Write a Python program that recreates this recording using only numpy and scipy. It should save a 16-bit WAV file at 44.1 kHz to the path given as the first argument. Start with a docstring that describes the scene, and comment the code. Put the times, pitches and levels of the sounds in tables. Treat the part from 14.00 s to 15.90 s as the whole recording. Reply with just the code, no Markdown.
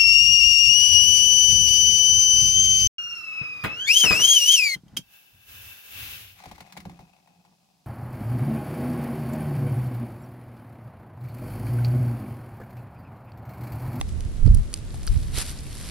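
"""A small knock on the hand-held recorder and a low rumble of wind come first, over an outdoor hush.
Light gusts buffet the two microphone ports in turn with turbulent pressure.
Close by, an echidna shoves through dry leaf litter and grass: twigs fracture under it and ring,
and the friction of its spines on the leaves builds into one swelling rustle."""
import sys
import numpy as np
from scipy import signal
from scipy.fft import rfft, irfft
from scipy.io import wavfile
from scipy.ndimage import uniform_filter1d, minimum_filter1d

SR = 44100
rng = np.random.default_rng(int(sys.argv[2]) if len(sys.argv) > 2 else 0)


def materialize(psi):
    """Save the field psi as 16-bit PCM at rate SR to the path in sys.argv[1].

    A 1-D psi becomes a single channel; in a 2-D psi each row is a channel.
    """
    bounded = np.clip(np.atleast_2d(psi).T, -1, 1)
    quanta = np.round(bounded * 32767).astype(np.int16)
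    wavfile.write(sys.argv[1], SR, quanta)


N = 83790
T = np.arange(N) / SR
PAN = np.array([[.5], [-.5]])   # shares a left-minus-right difference between the channels


def from_db(db):
    """Amplitude ratio of a level: tenfold for every 20 dB."""
    return 10 ** (np.asarray(db) / 20)


def in_time(rows):
    """Linear interpolation of (t/s, value) rows at every sample."""
    return np.interp(T, *np.transpose(rows))


def at_hz(rows, hz):
    """Interpolation of (f/Hz, value) rows on a logarithmic frequency axis."""
    frequencies, values = np.transpose(rows)
    return np.interp(np.log(hz), np.log(frequencies), values)


def bands(sources):
    """Third-octave analysis into (centre, signal); neighbours alternate between two sources."""
    edges = 18 * 2 ** (np.arange(30) / 3)
    for k, (low, high) in enumerate(zip(edges, edges[1:])):
        bandpass = signal.butter(2, [low, high], "band", fs=SR, output="sos")
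        yield np.sqrt(low * high), signal.sosfilt(bandpass, sources[k % 2])


def coloured(texture, spectrum, correlation):
    """Partially coherent stereo noise of unit rms, each band amplitude-modulated by texture(hz)."""
    out = 0
    for hz, (mid, side) in bands(rng.standard_normal((2, 2, N))):
        alike = np.clip(at_hz(correlation, hz), -1, 1)
        stereo = np.sqrt(1 + alike) * mid + np.sqrt(1 - alike) * side * [[1], [-1]]
        out = out + from_db(at_hz(spectrum, hz)) * texture(hz) * stereo
    return out / np.sqrt(np.mean(out ** 2) + 1e-20)


def decay(t, t60):
    """Exponential damping: the level falls 60 dB in t60 seconds."""
    return np.exp(-np.log(1000) * t / max(t60, 1e-4))


def add(out, start_s, sound):
    """Superposition: a short sound adds to the mix from start_s on."""
    i = int(np.clip(start_s * SR, 0, N - 1))
    out[:, i:i + sound.shape[-1]] += sound[..., :N - i]


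def air():
    """Ambient noise: a steady distant hush, most coherent between the ports at long wavelengths."""
    # outdoor noise spectrum: f/Hz, relative density level/dB
    spectrum = [(30, 2), (120, 5.5), (250, -5), (450, -12.5), (900, -20.5), (2000, -24.5), (4500, -28),
                (7000, -29), (9800, -29.5), (12000, -48.5)]
    # likeness of the channels: f/Hz, correlation
    correlation = [(60, 1), (300, 0.84), (1500, 0.26), (4500, 0.05), (7000, 0.15), (10000, .1),
                   (12000, -0.1)]
    return from_db(-39.5) * coloured(lambda hz: 1, spectrum, correlation)


def wind():
    """Turbulent pressure fluctuates independently at each port and grows brighter in the gusts."""
    # wind pressure on each port: t/s, level/dB
    left_gusts = [(0, -27.5), (.2, -34.5), (.27, -25.5), (.38, -39), (.46, -31), (.5, -24), (.6, -16),
                  (.65, -27), (.75, -45), (.87, -34), (1.02, -29.5), (1.07, -33), (1.11, -21),
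                  (1.16, -25.5), (1.25, -27), (1.38, -37), (1.46, -35.5), (1.9, -37.5)]
    right_gusts = [(0, -27), (.1, -28), (.16, -22), (.27, -29), (.35, -27), (.42, -22.5), (.465, -4.5),
                   (.52, -7), (.585, -12.5), (.625, -33), (.75, -33.5), (1.06, -32.5), (1.15, -16),
                   (1.22, -25.5), (1.3, -26), (1.36, -24), (1.44, -35.5), (1.9, -35.5)]
    # turbulence spectrum: f/Hz, relative density level/dB
    spectrum = [(20, 1.5), (35, 1.5), (62, -2), (110, -11), (160, -23), (250, -35.5), (400, -37)]
    gust_db = np.array([in_time(left_gusts), in_time(right_gusts)])
    tilt_db_per_octave = 0.026 * (gust_db - gust_db.mean())
    turbulence = 0
    for hz, noise in bands(rng.standard_normal((2, 2, 2 * N))):
        octaves = np.clip(np.log2(hz / 60), -1, 2)
        band_db = at_hz(spectrum, hz) + tilt_db_per_octave * octaves
        turbulence = turbulence + noise[:, N:] * from_db(band_db)   # the filters have settled by N
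    power = uniform_filter1d(uniform_filter1d(turbulence ** 2, size=1500), size=1000)
    steady = turbulence / np.sqrt(power + 1e-20)
    lowpass = signal.butter(4, 258.4, fs=SR, output="sos")
    return signal.sosfilt(lowpass, steady * from_db(gust_db))


def buffets():
    """A passing eddy thuds on the ports: a pressure pulse with shallow suction before and after."""
    # eddies: t/s, peak level/dB, spectral peak f/Hz, pan L-R/dB
    eddies = [(0.26, -19.5, 65, -9), (0.432, -11, 24, -12.5), (0.462, -12.5, 107, -19),
              (0.47, -24, 184, -14.5), (0.478, -29, 330, -23.5), (0.506, -10, 38, 10),
              (0.515, -12.5, 107, -7), (1.102, -12.5, 36, 11), (1.17, -24, 73, -27), (1.38, -23, 43.6, -7),
              (1.3805, -26, 380, 0)]
    out = 0
    for peak_s, db, hz, pan_db in eddies:
        u = (np.pi * hz * (T - peak_s)) ** 2
        ricker_pulse = (1 - 2 * u) * np.exp(-np.minimum(u, 50))
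        out = out + ricker_pulse * from_db(db + pan_db * PAN)
    return out


def knock():
    """Impact excitation: a finger ticks on the case, whose modes shake the two ports out of phase."""
    # modes of the case: f/Hz, relative level/dB, t60/s, phase R-L/rad
    case_modes = [(300, -13, 0.089, 0.61), (790, -1, 0.036, 2.42), (1070, 1.5, 0.0065, 0.92),
                  (2050, -4, 0.012, 0.29), (2690, -3.5, 0.0096, 0.37), (3450, 2, .006, 1.4),
                  (6100, -4, 0.005, 2.0), (10320, -7.5, 0.0091, .8)]
    start_s, knock_db = 0.013, -23
    out, t = np.zeros((2, N)), T[:SR // 10]
    for hz, db, t60, phase in case_modes:
        mode = decay(t, t60) * np.sin(2 * np.pi * hz * t - phase * PAN)
        add(out, start_s, from_db(knock_db + db) * mode)
    lowpass = signal.butter(1, 5000, fs=SR, output="sos")
    tick = signal.sosfilt(lowpass, rng.standard_normal((2, len(t)))) * decay(t, t60=0.011)
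    add(out, start_s, from_db(knock_db - 3) * tick)
    return out


def snaps():
    """Brittle fracture rings a twig's modes and sheds splinters; the sound scatters off the litter."""
    # breaks: t/s, level before filtering/dB, centre f/Hz, width/octaves, splinter t30/s, pan L-R/dB
    breaks = [(0.091, -35.5, 4000, 3.6, 0.011, -1), (0.207, -28, 9100, 2.6, 0.0036, -5),
              (0.25, -35, 7000, 1.5, .003, 4), (0.4628, -21.5, 796, 2.3, 0.0034, -13),
              (.474, -20.5, 600, 0.98, 0.0064, -13), (.475, -31, 5000, 0.5, 0.0045, -12),
              (0.547, -19, 9400, 0.59, 0.011, -3.5), (0.573, -32.5, 9000, 1.4, 0.0076, -7),
              (0.729, -18, 1260, 0.22, 0.017, -1.5), (0.7296, -28.5, 7400, 1.1, 0.016, 0),
              (0.7402, -8.5, 6300, 1.25, 0.00088, -1.5), (0.761, -36, 6600, 0.68, 0.0078, 4),
              (0.775, -32, 6000, 1.2, 0.0078, 0), (0.905, -31, 4460, 0.45, 0.0059, -7.5),
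              (.943, -22, 795, 1.1, 0.012, .5), (.944, -32, 8500, 0.83, 0.014, 6),
              (.957, -29, 9500, .8, .005, 0), (1.032, -29, 5550, 3.6, 0.0045, -0.5),
              (1.0678, -17, 10200, 0.37, 0.015, -2), (1.0748, -11.5, 5000, 0.4, 0.0043, 1.5),
              (1.0759, -11.5, 1430, 0.54, .004, -1), (1.08, -19.5, 4770, 0.42, 0.015, -6),
              (1.375, -10.5, 2780, 0.7, 0.0036, 0), (1.3802, -17, 600, 2.8, 0.0029, 0),
              (1.385, -16.5, 3860, 2, 0.0031, 0), (1.415, -31, 9000, 0.88, 0.0034, -11),
              (1.4202, -16, 9500, 0.59, .003, 10), (1.486, -31, 2230, 0.76, .01, -1),
              (1.4955, -20, 5650, 0.75, .003, -7), (1.589, -27, 4670, .6, 0.014, -4)]
    # modes of dry wood: f/Hz, relative level/dB, t60/s
    twig_modes = [(1263, -19, 0.018), (2180, -16.5, 0.011), (3040, -12.5, 0.0069), (4350, -13, 0.0098),
                  (4810, -10.5, 0.0076), (6600, -9, 0.0039), (8110, -10, 0.01), (9930, 0.5, 0.002)]
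    # a resonance of the left port shifts the phase of the twig sounds: f/Hz, phase lag/rad
    port_lag = [(100, .1), (1200, 0.32), (3000, 0.51), (5600, 0.95), (6400, 1.7), (7600, 3.0), (9000, 1.46),
                (11000, 3)]
    out, t = np.zeros((2, N)), T[:SR // 10]
    ring = sum((-1) ** k * from_db(db) * np.sin(2 * np.pi * hz * t) * decay(t, t60)
               for k, (hz, db, t60) in enumerate(twig_modes))
    for start_s, db, hz, octaves, t30, pan_db in breaks:
        noise = rng.standard_normal((3, len(t)))
        splinters = from_db(-5.5) * noise[0] * decay(t, t60=2 * t30)
        scatter = from_db(-19) * noise[1:] * decay(t, t60=.024)
        edges = [hz / 2 ** (octaves / 2), min(hz * 2 ** (octaves / 2), SR / 2 - 1000)]
        bandpass = signal.butter(1, edges, "band", fs=SR, output="sos")
        crack = signal.sosfilt(bandpass, ring + splinters + scatter)
        add(out, start_s, crack * from_db(db + pan_db * PAN))
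    lag = at_hz(port_lag, np.fft.rfftfreq(N, 1 / SR) + 1)
    left = irfft(rfft(out[0]) * np.exp(-1j * lag), N)
    return np.array([left, out[1]])


def rustle():
    """Friction: spines slide on leaves and flick their edges; pushing harder crackles more and louder."""
    # the body's push through the litter, heard as rustle: t/s, level/dB
    push = [(0, -49.5), (.05, -62), (.085, -53), (.12, -59), (.4, -59), (.58, -56.5), (.68, -59.5),
            (.76, -51.5), (.82, -58), (.92, -53.5), (.95, -53.5), (1.04, -52), (1.13, -46), (1.22, -50),
            (1.31, -49), (1.35, -38), (1.382, -30), (1.417, -31), (1.435, -39), (1.49, -37.5),
            (1.54, -45.5), (1.64, -49), (1.76, -44), (1.9, -40.5)]
    # spectrum of dry leaves rubbing: f/Hz, relative density level/dB
    spectrum = [(150, 5), (400, -10.5), (900, -2.5), (2200, 1), (3200, 1), (4700, 3.5), (7000, -3),
                (9500, 4.5), (11500, -2.5), (13000, -27)]
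    # likeness of the channels: f/Hz, correlation
    correlation = [(300, 0.87), (2500, 0.88), (4800, 0.82), (6700, -0.46), (8200, .1), (10000, 0.55)]
    slide_db, crackle_db, spread_db = -6.5, -5, 2.5
    crackle_t60_s, crackle_octaves = .006, .8
    push_db = in_time(push)
    flicks_per_s = 820 * from_db((push_db - push_db.mean()) / 2)
    flicks = rng.random(N) < flicks_per_s / SR
    sizes = flicks * from_db(spread_db * np.minimum(rng.exponential(1, N), 4))
    log_pitch = rng.uniform(np.log2(500), np.log2(14000), N)
    power_kept = decay(1 / SR, crackle_t60_s) ** 2   # from one sample to the next

    def texture(hz):
        """Incoherent sources add in power: smooth sliding plus the crackles pitched near this band."""
        reach = np.exp(-((log_pitch - np.log2(hz)) / crackle_octaves) ** 2)
        power = signal.lfilter([1], [1, -power_kept], sizes ** 2 * reach + 1e-18)
        local_mean = np.abs(uniform_filter1d(power, size=9000)) + 1e-6
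        crackles = np.sqrt(power / local_mean)
        return np.hypot(from_db(slide_db), from_db(crackle_db) * crackles)
    return from_db(push_db) * coloured(texture, spectrum, correlation)


def scene():
    """Linear superposition of the air, the wind and knock at the microphone, and the animal."""
    return air() + wind() + buffets() + knock() + snaps() + rustle()


def record(dry):
    """Peak limiting ducks each channel under the strongest gust; a steep low-pass cuts the top."""
    threshold, stopband_hz = .8, 13485
    gain = minimum_filter1d(threshold / np.maximum(np.abs(dry), threshold), size=900)
    smooth_gain = uniform_filter1d(uniform_filter1d(gain, size=450), size=450)
    lowpass = signal.cheby2(12, 62, stopband_hz, fs=SR, output="sos")
    return signal.sosfilt(lowpass, dry * smooth_gain)


dry = scene()
out = record(dry)
materialize(out)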